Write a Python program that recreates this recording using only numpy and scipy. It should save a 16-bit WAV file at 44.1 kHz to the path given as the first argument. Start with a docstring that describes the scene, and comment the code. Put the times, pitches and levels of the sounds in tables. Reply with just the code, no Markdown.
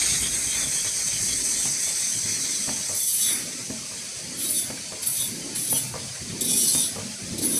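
"""A harsh blast of air, close to the microphone, settles into a hissing jet that fades after three seconds.
Out in the factory hall a pleating machine folds filter paper, about one stroke a second:
its drive whirrs up and down, the blade knocks on the steel frame and the pressing bar clacks after it.
As the jet fades, a nearby valve lets out short, squealing spurts of air. Other machines hum far off."""
import sys
import numpy as np
from scipy import signal
from scipy.fft import rfft, irfft
from scipy.io import wavfile
from scipy.ndimage import uniform_filter1d, map_coordinates

SR = 44100
rng = np.random.default_rng(int(sys.argv[2]) if len(sys.argv) > 2 else 0)


def wrap_up_sound(samples):
    """Save the sound to the file named by the first command line argument, as 16-bit audio."""
    columns = np.atleast_2d(samples).T
    # keep every value between -1 and 1, then stretch to whole-number steps
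    tamed = np.clip(columns, -1, 1)
    steps = np.round(tamed * 32767).astype(np.int16)
    wavfile.write(sys.argv[1], SR, steps)


N = 334719
T, HZ = np.arange(N) / SR, np.fft.rfftfreq(N, 1 / SR)


# blade knocks: (time [s], click gain [dB], click delay [s], frame gain [dB], clatter gain [dB])
BLADE_KNOCKS = [(.629, -20, .003, -42, -38), (1.65, -16, .004, -38, -42), (2.675, -12, .015, -34.5, -33),
                (3.697, -18.5, .005, -34, -47), (4.698, -14, .004, -40.5, -36),
                (5.722, -14.5, .004, -34, -35), (6.747, -13.5, .002, -34, -36)]
# modes of the steel frame: (frequency [Hz], level [dB], t60 [s])
FRAME_MODES = [(88.5, -3, 0.35), (135.8, -1.5, 0.54), (180, -9, 0.092), (223, -1, 0.32), (258.4, 6, 0.16),
               (319, -5, 0.26), (421, -15, 0.56), (490, -9, 0.086), (643, -6.5, 0.3), (874, -16.5, 0.55)]
# spectrum of loose parts, shaken by blade and bar: (frequency [Hz], level [dB])
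CLATTER_SPECTRUM = [(100, -24), (350, -2), (600, -1.5), (900, -4.5), (1200, -9), (1600, -11), (2200, -11),
                    (4000, -23), (9000, -46)]

def blade_knocks():
    """The blade clicks, rings the frame and shakes loose parts, then rebounds and rattles out."""
    out, t = np.zeros(N), np.arange(SR // 2) / SR
    loose_parts = noise(CLATTER_SPECTRUM)
    rattle = impact(t, rise_s=.0032, t60=.1) + .25 * impact(t, rise_s=.009, t60=.48)
    for at, click_db, click_delay, frame_db, clatter_db in BLADE_KNOCKS:
        click = random_slice(loose_parts, t) * impact(t, rise_s=.0007, t60=.035)
        add(out, at + click_delay, gain_of(click_db - 14) * click)
        for delay, strength in [(0, .98), (.028, .59)]:
            clatter = gain_of(clatter_db - 2) * random_slice(loose_parts, t) * rattle
            boom = gain_of(frame_db - .5) * ring(FRAME_MODES, t)
            add(out, at + delay, strength * (boom + clatter))
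    return out


# landings of the pressing bar: (time [s], gain [dB], delay of the first bounce [s])
BAR_CLACKS = [(.846, -43, .016), (1.868, -45, .033), (2.892, -40.5, .014), (3.912, -46, .02),
              (4.92, -39.5, .011), (5.939, -35, .015), (6.959, -37, .023)]
# modes of the bar: (frequency [Hz], level [dB], t60 [s])
BAR_MODES = [(95, -1, 0.37), (194, -5.5, 0.22), (452.4, -3, 0.23), (521, 1.5, 0.075), (594, -2.5, 0.15),
             (649, -4.5, 0.16), (806, -15, 0.45), (982, -5.5, 0.11), (1070, -12, 0.13), (1167, 1.5, 0.058),
             (1760, -9, 0.074)]

def bar_clacks():
    """The pressing bar lands and bounces twice, ticking and ringing at each contact."""
    out, t = np.zeros(N), np.arange(SR // 2) / SR
    loose_parts = noise(CLATTER_SPECTRUM)
    for at, db, bounce_s in BAR_CLACKS:
        for delay, strength in [(0, .94), (bounce_s, .87), (bounce_s + .024, .4)]:
            tick = gain_of(4) * random_slice(loose_parts, t) * impact(t, rise_s=.00055, t60=.049)
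            add(out, at + delay, strength * gain_of(db) * (ring(BAR_MODES, t) + tick))
    return out


# strokes of the drive: (start [s], whirr gain [dB], thump gain [dB])
DRIVE_STROKES = [(0.105, -48.5, -33), (1.12, -44, -35), (2.14, -43.5, -35), (3.16, -43, -45),
                 (4.17, -41.5, -43), (5.18, -39.5, -38.5), (6.2, -35, -32.5), (7.215, -32.5, -32.5)]
# speed through one stroke: (position [share of the stroke], speed [share of top speed])
STROKE_SPEED = [(0, .36), (.1, .68), (.19, .94), (.29, 1), (.43, .83), (.58, .64), (.75, .48), (.92, .36)]

def drive(stroke_s=1.016, load_db=6, load_s=.14):
    """Rolling parts rumble and gears whine, higher and louder as each stroke gathers speed."""
    starts, whirr_db, _ = np.transpose(DRIVE_STROKES)
    stroke = np.maximum(np.searchsorted(starts, T) - 1, 0)
    age = (T - starts[stroke]) % stroke_s
    speed = np.interp(age / stroke_s, *np.transpose(STROKE_SPEED), period=1)
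    labour_db = load_db * np.exp(-age / load_s)  # the drive labours hardest while it speeds up
    rolling = rng.standard_normal(N) * gain_of(2 * waver(59))
    rumble_hz = 275 * speed
    rumble = unit_rms(resonate(resonate(rolling, rumble_hz, 187), rumble_hz, 195))
    _, rumble = split(rumble, 59)
    gear_hz = 268 * speed * (1 + .022 * waver(22))
    whine = np.sin(2 * np.pi * np.cumsum(gear_hz) / SR) * gain_of(-9 + 3.7 * waver(32))
    casing = noise([(90, 0), (150, 3), (300, 4.5), (420, -6), (560, -4),
                    (720, -27), (1200, -25), (3000, -82)])
    whirr = unit_rms(rumble + whine + gain_of(-4) * casing)
    return whirr * speed ** 2.14 * gain_of(whirr_db[stroke] + labour_db)


# slack closing three times a stroke: (delay [s], relative level [dB])
SLACK_BUMPS = [(.008, -0.5), (.095, 0.5), (0.164, -8)]
# spectrum of a thump: (frequency [Hz], level [dB])
THUMP_SPECTRUM = [(25, -30), (55, -5), (90, 15), (140, 13), (260, 5), (400, -1), (700, -28), (2000, -57)]

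def slack_thumps():
    """Slack in the drive closes with soft, low bumps as each stroke starts."""
    out, t = np.zeros(N), np.arange(SR // 3) / SR
    body = noise(THUMP_SPECTRUM)
    for start, _, thump_db in DRIVE_STROKES:
        for delay, db in SLACK_BUMPS:
            bump = random_slice(body, t) * impact(t, rise_s=.009, t60=.19)
            add(out, start + delay, gain_of(thump_db + db + 3) * bump)
    return out


# the jet's opening blast: (end [s], level [dB], fall afterwards [dB/s])
BLAST_ENVELOPE = (.17, -30, 200)
# its spectrum: (frequency [Hz], level [dB])
BLAST_SPECTRUM = [(1800, -8), (2400, -8), (2850, -35), (3250, -12), (3700, -5), (4700, -12), (5400, -2),
                  (7300, -2), (8100, 0), (8750, -4), (9200, -25), (14000, -40)]
# its resonances: (frequency [Hz], width [Hz], lift [dB])
BLAST_RESONANCES = [(3900, 550, 8), (6550, 220, 11), (8600, 450, 10)]

def jet_blast():
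    """At full pressure the jet tears harshly, close to the microphone, then drops back."""
    ends, level_db, fall_db_per_s = BLAST_ENVELOPE
    envelope_db = level_db - fall_db_per_s * np.maximum(T - ends, 0)
    return noise(BLAST_SPECTRUM, BLAST_RESONANCES) * gain_of(envelope_db + 2.5 * jitter(160))


# the jet at the microphone: (time [s], level [dB], extra roar [dB], extra top [dB])
JET_LEVELS = [(0, -24, 8, 0.5), (.14, -22, 2, -3), (.21, -29.5, 7, 4), (.62, -29.5, 6, 4),
              (.95, -24.5, -0.5, -2.5), (1.55, -25, -1.5, 0), (2.5, -24.5, -2, -3.5), (3.2, -32, 1.5, 2),
              (3.45, -35.5, 2, -4.5), (3.75, -38, 2, 0.5), (4.15, -43, 9, 0), (7.59, -50, 15, -3)]
# its spectrum: (frequency [Hz], level [dB])
JET_SPECTRUM = [(300, -4.5), (1000, -16), (1600, -13), (2400, -13.5), (3200, -3.5), (4500, -9), (7000, 2),
                (9500, -4.5), (10500, 2.5), (11900, -11.5), (13300, -7.5), (14200, -9)]
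# its resonances: (frequency [Hz], width [Hz], lift [dB])
JET_RESONANCES = [(2160, 1020, 14), (2816, 136, -21), (3640, 1100, 0), (4536, 890, 12.5), (6160, 870, 13),
                  (7060, 360, -11), (8370, 1520, 14)]
# the resonances sink as the pressure drops: (time [s], pitch [ratio])
JET_PITCH = [(0, 1.03), (.15, 1.035), (.35, 1.008), (.9, 1.005), (1.6, .997), (2.9, .985)]
# a low puff as the jet dies away: (time [s], gain [dB], rise [s], t60 [s])
JET_PUFF = (3.255, -24.5, 0.17, .5)

def air_jet():
    """A fluttering jet ends in a puff; its roar and top change with the angle to the nozzle."""
    steady = noise(JET_SPECTRUM, JET_RESONANCES)
    sagging = map_coordinates(steady, [np.cumsum(curve(JET_PITCH)) % (N - 1)], order=5, mode="mirror")
    flow = shimmer(sagging, depth_db=3, drift_s=.07, band_hz=85)
    roar, hiss = split(flow, 4220)
    middle, top = split(hiss, 6040)
    low_roar, upper_roar = split(roar, 2600)
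    at, puff_db, rise_s, t60 = JET_PUFF
    puff = unit_rms(low_roar) * gain_of(puff_db) * impact(np.maximum(T - at, 0), rise_s, t60)
    flickering_roar = np.std(upper_roar) * shimmer(upper_roar, depth_db=7, drift_s=.08, band_hz=400)
    roar = (low_roar + flickering_roar) * level_dip() * gain_of(curve(JET_LEVELS, column=2) + 1.7 * waver(26))
    top = top * gain_of(curve(JET_LEVELS, column=3) + waver(13))
    flutter_db = .6 * waver(30) + .5 * waver(250)
    return (roar + middle + top) * gain_of(curve(JET_LEVELS) + flutter_db) + puff


# valve openings: (cracks open [s], rise [s], opens fully [s], shuts [s], gain [dB], extra rush [dB])
VALVE_SPURTS = [(2.945, 0.0055, 2.995, 3.335, -25.5, 0), (4.36, 0.05, 4.41, 4.6, -26.5, 0),
                (5.015, 0.016, 5.055, 5.25, -27, -1), (5.548, 0.0063, 5.695, 5.782, -25.5, 0),
                (6.407, .003, 6.47, 6.818, -25.5, 5), (7.378, 0.0072, 7.52, 7.59, -25.5, -1)]
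# spectrum of a spurt: (frequency [Hz], level [dB])
SPURT_SPECTRUM = [(1700, -55), (2850, -62), (3150, -29), (4500, -37), (5700, -10.5), (6900, -14),
                  (7800, 5.5), (9000, 6.5), (10000, 14.5), (10700, 8.5), (11300, -1), (12200, -2.5),
                  (12900, -2), (14000, -6.5)]
# its resonances: (frequency [Hz], width [Hz], lift [dB])
SPURT_RESONANCES = [(3650, 500, 2), (5000, 150, -5), (5930, 220, 6), (7650, 260, 6), (9495, 60, 4),
                    (10692, 80, 4), (11597, 80, 4), (12417, 70, 3), (13399, 70, 5), (13864, 70, 4)]
# spits and stalls: (time [s], half-length [s], extra fizz [dB], extra sizzle [dB], extra rush [dB])
SPURT_SPITS = [(2.953, .008, 4, 0, 0), (3.105, .015, 1, 2, 4), (3.143, .012, 5, 0, -4),
               (3.16, .014, 0, 0, -9), (3.225, .02, 2, 4, 4), (3.315, .03, 2, 1, 1),
               (4.49, .012, -3, -1, 0), (4.51, .009, 7, 6, -3), (4.528, .013, -2, -3, -8),
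               (4.585, .025, 4, 4, 3), (5.035, .008, 2, 0, 6), (5.055, .01, -4, -2, 0),
               (5.078, .012, 5, 3, -2), (5.125, .025, 3, 1, -8), (5.2, .035, 0, 5, 3),
               (5.56, .007, -1, 6, 6), (5.73, .02, 6, 2, -4), (5.755, .008, 1, 0, 4), (5.783, .01, 1, 5, 0),
               (6.413, .007, 2, 0, 6.5), (6.437, .012, -2, -6, -2), (6.455, .012, 6, -2, 2),
               (6.475, .01, 0, -5, -2), (6.515, .025, 0, 1, 3), (6.6, .03, 0, 2, 2), (6.68, .025, 1, 0, 2),
               (7.387, .009, 1, -1, 10), (7.408, .011, -10, -12, -6), (7.43, .013, 3, 3, 7),
               (7.458, .018, 8, 2, 4), (7.5, .015, 3, 0, -4), (7.572, .02, 2, 2, 3)]

def valve_spurts(cracked_db=-3, open_s=.0079, bleed_db_per_s=137, rush_lag_db=5, rush_build_s=.45):
    """A close valve cracks, opens and bleeds out: fizz and sizzle above a throaty, squealing rush."""
    body, fizz = split(noise(SPURT_SPECTRUM, SPURT_RESONANCES), 10460)
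    rush, sizzle = split(shimmer(body, depth_db=11, drift_s=.1, band_hz=75), 7000)
    fizz = shimmer(fizz, depth_db=9, drift_s=.16, band_hz=75)
    spits = (np.outer(extra_db, swell(at, half_s)) for at, half_s, *extra_db in SPURT_SPITS)
    fizz_db, sizzle_db, rush_db = sum(spits)
    fizz = steadied(fizz) * gain_of(fizz_db + waver(37))
    sizzle = steadied(sizzle) * gain_of(sizzle_db - 2.8)
    rush = steadied(unit_rms(rush) + gain_of(3.5) * squeal())
    rasp_db = 1.2 * jitter(260)
    rush = rush * gain_of(rush_db + rasp_db - 2.7) + sizzle
    out = np.zeros(N)
    for cracks, rise_s, opens, shuts, db, extra_rush_db in VALVE_SPURTS:
        age = np.maximum(T - cracks, 0)
        opening = np.clip((T - opens) / open_s, 0, 1)
        bleed_db = bleed_db_per_s * np.maximum(T - shuts, 0)
        flow = np.minimum(age / rise_s, 1) * gain_of(db + cracked_db * (1 - opening) - bleed_db)
        # the rush builds up later than the fizz
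        build_up = gain_of(extra_rush_db - rush_lag_db * np.exp(-age / rush_build_s))
        out += flow * (fizz + rush * build_up)
    sputter_db = .8 * waver(48) + .5 * waver(380)
    return out * gain_of(sputter_db - 2.5)


# narrow resonances that squeal in a spurt: (frequency [Hz], level [dB])
SQUEAL_TONES = [(2450, -16), (2950, -11), (3130, -9.5), (3310, -9), (3473, -5), (3655, -5.5), (3855, -4.5),
                (4150, -6), (4340, -5.5), (4540, -3.5), (4720, -5), (4880, -7), (5200, -6), (5420, -7),
                (5650, -2), (5930, 1), (6110, -2), (6420, -3)]

def squeal(swing_db=5.5):
    """The flow sings in a cluster of rough, metallic tones that come and go."""
    return unit_rms(sum(rough_tone(hz) * gain_of(db + swing_db * jitter(20)) for hz, db in SQUEAL_TONES))


# brief whistles: (time [s], half-length [s], frequency [Hz], level [dB])
AIR_WHISTLES = [(3.28, .05, 3472, -33), (3.25, .04, 3640, -40), (3.27, .05, 3815, -36.5),
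                (3.24, .05, 6130, -36), (3.27, .06, 4550, -41), (3.28, .06, 5885, -36),
                (3.25, .05, 6410, -36), (3.28, .05, 7630, -35), (3.26, .05, 7850, -34),
                (3.26, .07, 13400, -40), (3.15, .13, 13830, -40), (4.468, .03, 3854, -37),
                (4.575, .035, 3655, -39), (4.57, .04, 4533, -41), (4.5, .06, 12050, -38),
                (5.235, .04, 3470, -39), (5.22, .05, 3700, -40), (5.76, .03, 3250, -39),
                (5.775, .03, 2950, -41), (5.78, .025, 7700, -34), (6.68, .12, 7700, -35),
                (6.64, .03, 2950, -39), (7.55, .035, 3655, -40), (7.562, .025, 5911, -32),
                (7.52, .08, 10700, -32)]

def air_whistles():
    """Near the microphone the escaping air now and then locks onto a resonance and whistles."""
    return sum(rough_tone(hz) * gain_of(db) * swell(at, half_s) for at, half_s, hz, db in AIR_WHISTLES)


# whine of the servo: (time [s], level [dB])
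SERVO_LEVELS = [(0, -60), (3.3, -50), (4.2, -50.5), (4.9, -47.5), (5.8, -49), (7.59, -53)]

def servo_whine():
    """The servo holds one thin, faint note behind the air."""
    return rough_tone(hz=4533, jitter_hz=22, flutter_db=2) * gain_of(curve(SERVO_LEVELS))


# drones after the hardest blows: (time [s], half-length [s], frequency [Hz], level [dB])
LOW_DRONES = [(5.9, 0.21, 121, -41.5), (7.044, 0.12, 210, -41.5)]

def low_drones():
    """Narrow, low resonances swell and fade in the hall."""
    out = np.zeros(N)
    for at, half_s, hz, db in LOW_DRONES:
        pitch = np.full(N, hz)
        drone = resonate(resonate(rng.standard_normal(N), pitch, 45), pitch, 47)
        out += unit_rms(drone) * gain_of(db) * swell(at, half_s)
    return out


# shudders of the floor: (time [s], level [dB])
FLOOR_SHUDDERS = [(.17, -43), (.6, -47), (1.2, -47), (1.5, -53)]

def floor_shudders():
    """The floor under the microphone shudders deeply a few times."""
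    rumble = noise([(25, -30), (42, -13), (55, 3), (85, -12), (140, -4.5), (400, -42)])
    envelope = sum(gain_of(db) * swell(at, half_s=.24) for at, db in FLOOR_SHUDDERS)
    return rumble * gain_of(1.7 * waver(21)) * envelope


# hum of the hall: (frequency [Hz], level [dB])
HUM_SPECTRUM = [(20, -27), (45, -37), (75, -5), (120, 6), (210, 6), (300, -4), (480, -7.5), (630, -1.5),
                (750, -8), (1200, -7), (2000, -5.5), (5000, -17)]
# distant air hiss: (frequency [Hz], level [dB])
HISS_SPECTRUM = [(500, -26), (1300, -37), (1800, -22), (2400, 2), (3200, -6), (4500, 2.5), (5500, 1),
                 (7000, -1.5), (8300, 5.5), (9400, 2.5), (10600, 1), (11600, -19), (12600, -49),
                 (14000, -49)]
# its resonances: (frequency [Hz], width [Hz], lift [dB])
HISS_RESONANCES = [(4460, 750, 1.1), (4990, 51, 9.5), (6310, 1440, 8.9)]

def hall_ambience(hum_db=-47.5, approach_db_per_s=.52, hiss_db=-36.5):
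    """Other machines hum and air hisses from afar; the hum grows on the way to the machine."""
    hum = noise(HUM_SPECTRUM, resonances=[(869, 15, 7.8), (206, 66, .61)])
    hum = shimmer(hum, depth_db=10, drift_s=.06, band_hz=107)
    hum *= gain_of(hum_db + approach_db_per_s * T + .24 * waver(32))
    hiss = shimmer(noise(HISS_SPECTRUM, HISS_RESONANCES), depth_db=3, drift_s=.06, band_hz=60)
    hiss *= gain_of(hiss_db + .5 * waver(28))
    return (hum + hiss) * level_dip()


def level_dip(at=3.06, half_s=.08, depth_db=7):
    """The hall's ambience and the jet's roar dip briefly."""
    return gain_of(-depth_db * swell(at, half_s))


def hall_reverb(x, t60, wet_db):
    """The direct sound reaches the microphone with the hall's diffuse tail behind it."""
    tail = rng.standard_normal(SR) * impact(np.arange(SR) / SR, .0053, t60)
    return x + gain_of(wet_db) * signal.fftconvolve(x, tail / np.linalg.norm(tail))[:N]


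def gain_of(db):
    return 10 ** (np.asarray(db) / 20)


def unit_rms(x):
    return x / np.sqrt(np.mean(x ** 2) + 1e-20)


def steadied(x):
    """A noise held at unit strength, keeping only its fast flutter."""
    return x / np.sqrt(abs(uniform_filter1d(x ** 2, size=2048)) + 1e-20)


def curve(rows, column=1):
    """One column of a time table at every sample."""
    rows = np.array(rows)
    return np.interp(T, rows[:, 0], rows[:, column])


def add(mix, at, sound):
    part = mix[max(round(at * SR), 0):][:len(sound)]
    part += sound[:len(part)]


def random_slice(x, t):
    return np.roll(x, rng.integers(N))[:len(t)]


def impact(t, rise_s, t60):
    """Envelope of a blow: quick rise, exponential fall."""
    return (1 - np.exp(-t / rise_s)) * np.exp(-np.log(1000) * t / t60)


def swell(at, half_s):
    """A smooth rise and fall around a moment."""
    return np.exp(-((T - at) / half_s) ** 2)


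def ring(modes, t):
    """Modes rung by one blow, a little different each time."""
    hz, db, t60 = np.array(modes).T[:, :, None]
    detune, phase = rng.uniform(-.88, 1, (2, len(modes), 1))
    partials = np.sin(2 * np.pi * hz * (1 + .03 * detune) * t + np.pi * phase)
    return (gain_of(db) * impact(t, .0019, t60) * partials).sum(0)


def rough_tone(hz, jitter_hz=32, flutter_db=2.5):
    """A tone that trembles in pitch and strength."""
    turns = np.cumsum(hz + jitter_hz * jitter(160)) / SR
    return unit_rms(np.sin(2 * np.pi * turns) * gain_of(flutter_db * jitter(160)))


def noise(spectrum, resonances=()):
    """Steady noise with a broad spectrum and bell-shaped resonances."""
    corners_hz, levels_db = np.transpose(spectrum)
    db = np.interp(np.log(HZ + 1), np.log(corners_hz), levels_db)
    db += sum(lift / (1 + (2 * (HZ - hz) / width) ** 2) for hz, width, lift in resonances)
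    low_cut = 1 / np.sqrt(1 + (corners_hz[0] / (HZ + 1)) ** 4)
    return unit_rms(irfft(rfft(rng.standard_normal(N)) * gain_of(db) * low_cut, N))


def split(x, hz):
    """The parts of a sound below and above a frequency."""
    low = irfft(rfft(x) / (1 + (HZ / hz) ** 12), N)
    return low, x - low


def resonate(x, hz, width_hz):
    """A resonance of gain 1 that follows the curve hz."""
    carrier = np.exp(2j * np.pi * np.cumsum(hz) / SR)
    pole = np.exp(-np.pi * width_hz / SR)
    return 2 * (carrier * signal.lfilter([1 - pole], [1, -pole], x / carrier)).real


def waver(per_s):
    """Smooth random drift of unit size, up to a given rate."""
    return unit_rms(irfft(rfft(rng.standard_normal(N)) * np.exp(-(HZ / per_s) ** 2) * (HZ > 1), N))


def jitter(per_s):
    """Random values of unit size, joined at a given rate."""
    points = rng.standard_normal(4096)
    return np.interp(T * per_s, np.arange(len(points)), points)


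def shimmer(x, depth_db, drift_s, band_hz):
    """Narrow peaks and dips drift through a noise."""
    frames = signal.stft(x, nperseg=1024, noverlap=768)[2]
    across_bands = np.fft.fftfreq(frames.shape[0], SR / 1024)[:, None]
    along_time = np.fft.fftfreq(frames.shape[1], 256 / SR)
    smoothing = np.exp(-(across_bands * band_hz) ** 2 - (along_time * drift_s) ** 2)
    patches = np.fft.ifft2(np.fft.fft2(rng.standard_normal(frames.shape)) * smoothing).real
    ripple = gain_of(depth_db * np.minimum(unit_rms(patches), 1.2))
    return unit_rms(signal.istft(frames * ripple, nperseg=1024, noverlap=768)[1][:N])


def scene():
    """One microphone in the hall: the machine carries through the room, the air is near and almost dry."""
    machine = hall_reverb(drive() + blade_knocks() + bar_clacks() + slack_thumps(), t60=1, wet_db=-8)
    valve = hall_reverb(valve_spurts() + air_whistles(), t60=.7, wet_db=-46)
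    background = servo_whine() + hall_ambience() + floor_shudders() + low_drones()
    mono = machine + valve + background + air_jet() + jet_blast()
    return np.array([mono, mono])


def record(dry):
    """The microphone's band limit cuts off the highest hiss."""
    edge_hz = 14080
    low_pass = signal.firwin(801, edge_hz, window=("kaiser", 9), fs=SR)
    return signal.oaconvolve(dry, low_pass[None], "same")


dry = scene()
out = record(dry)
wrap_up_sound(out)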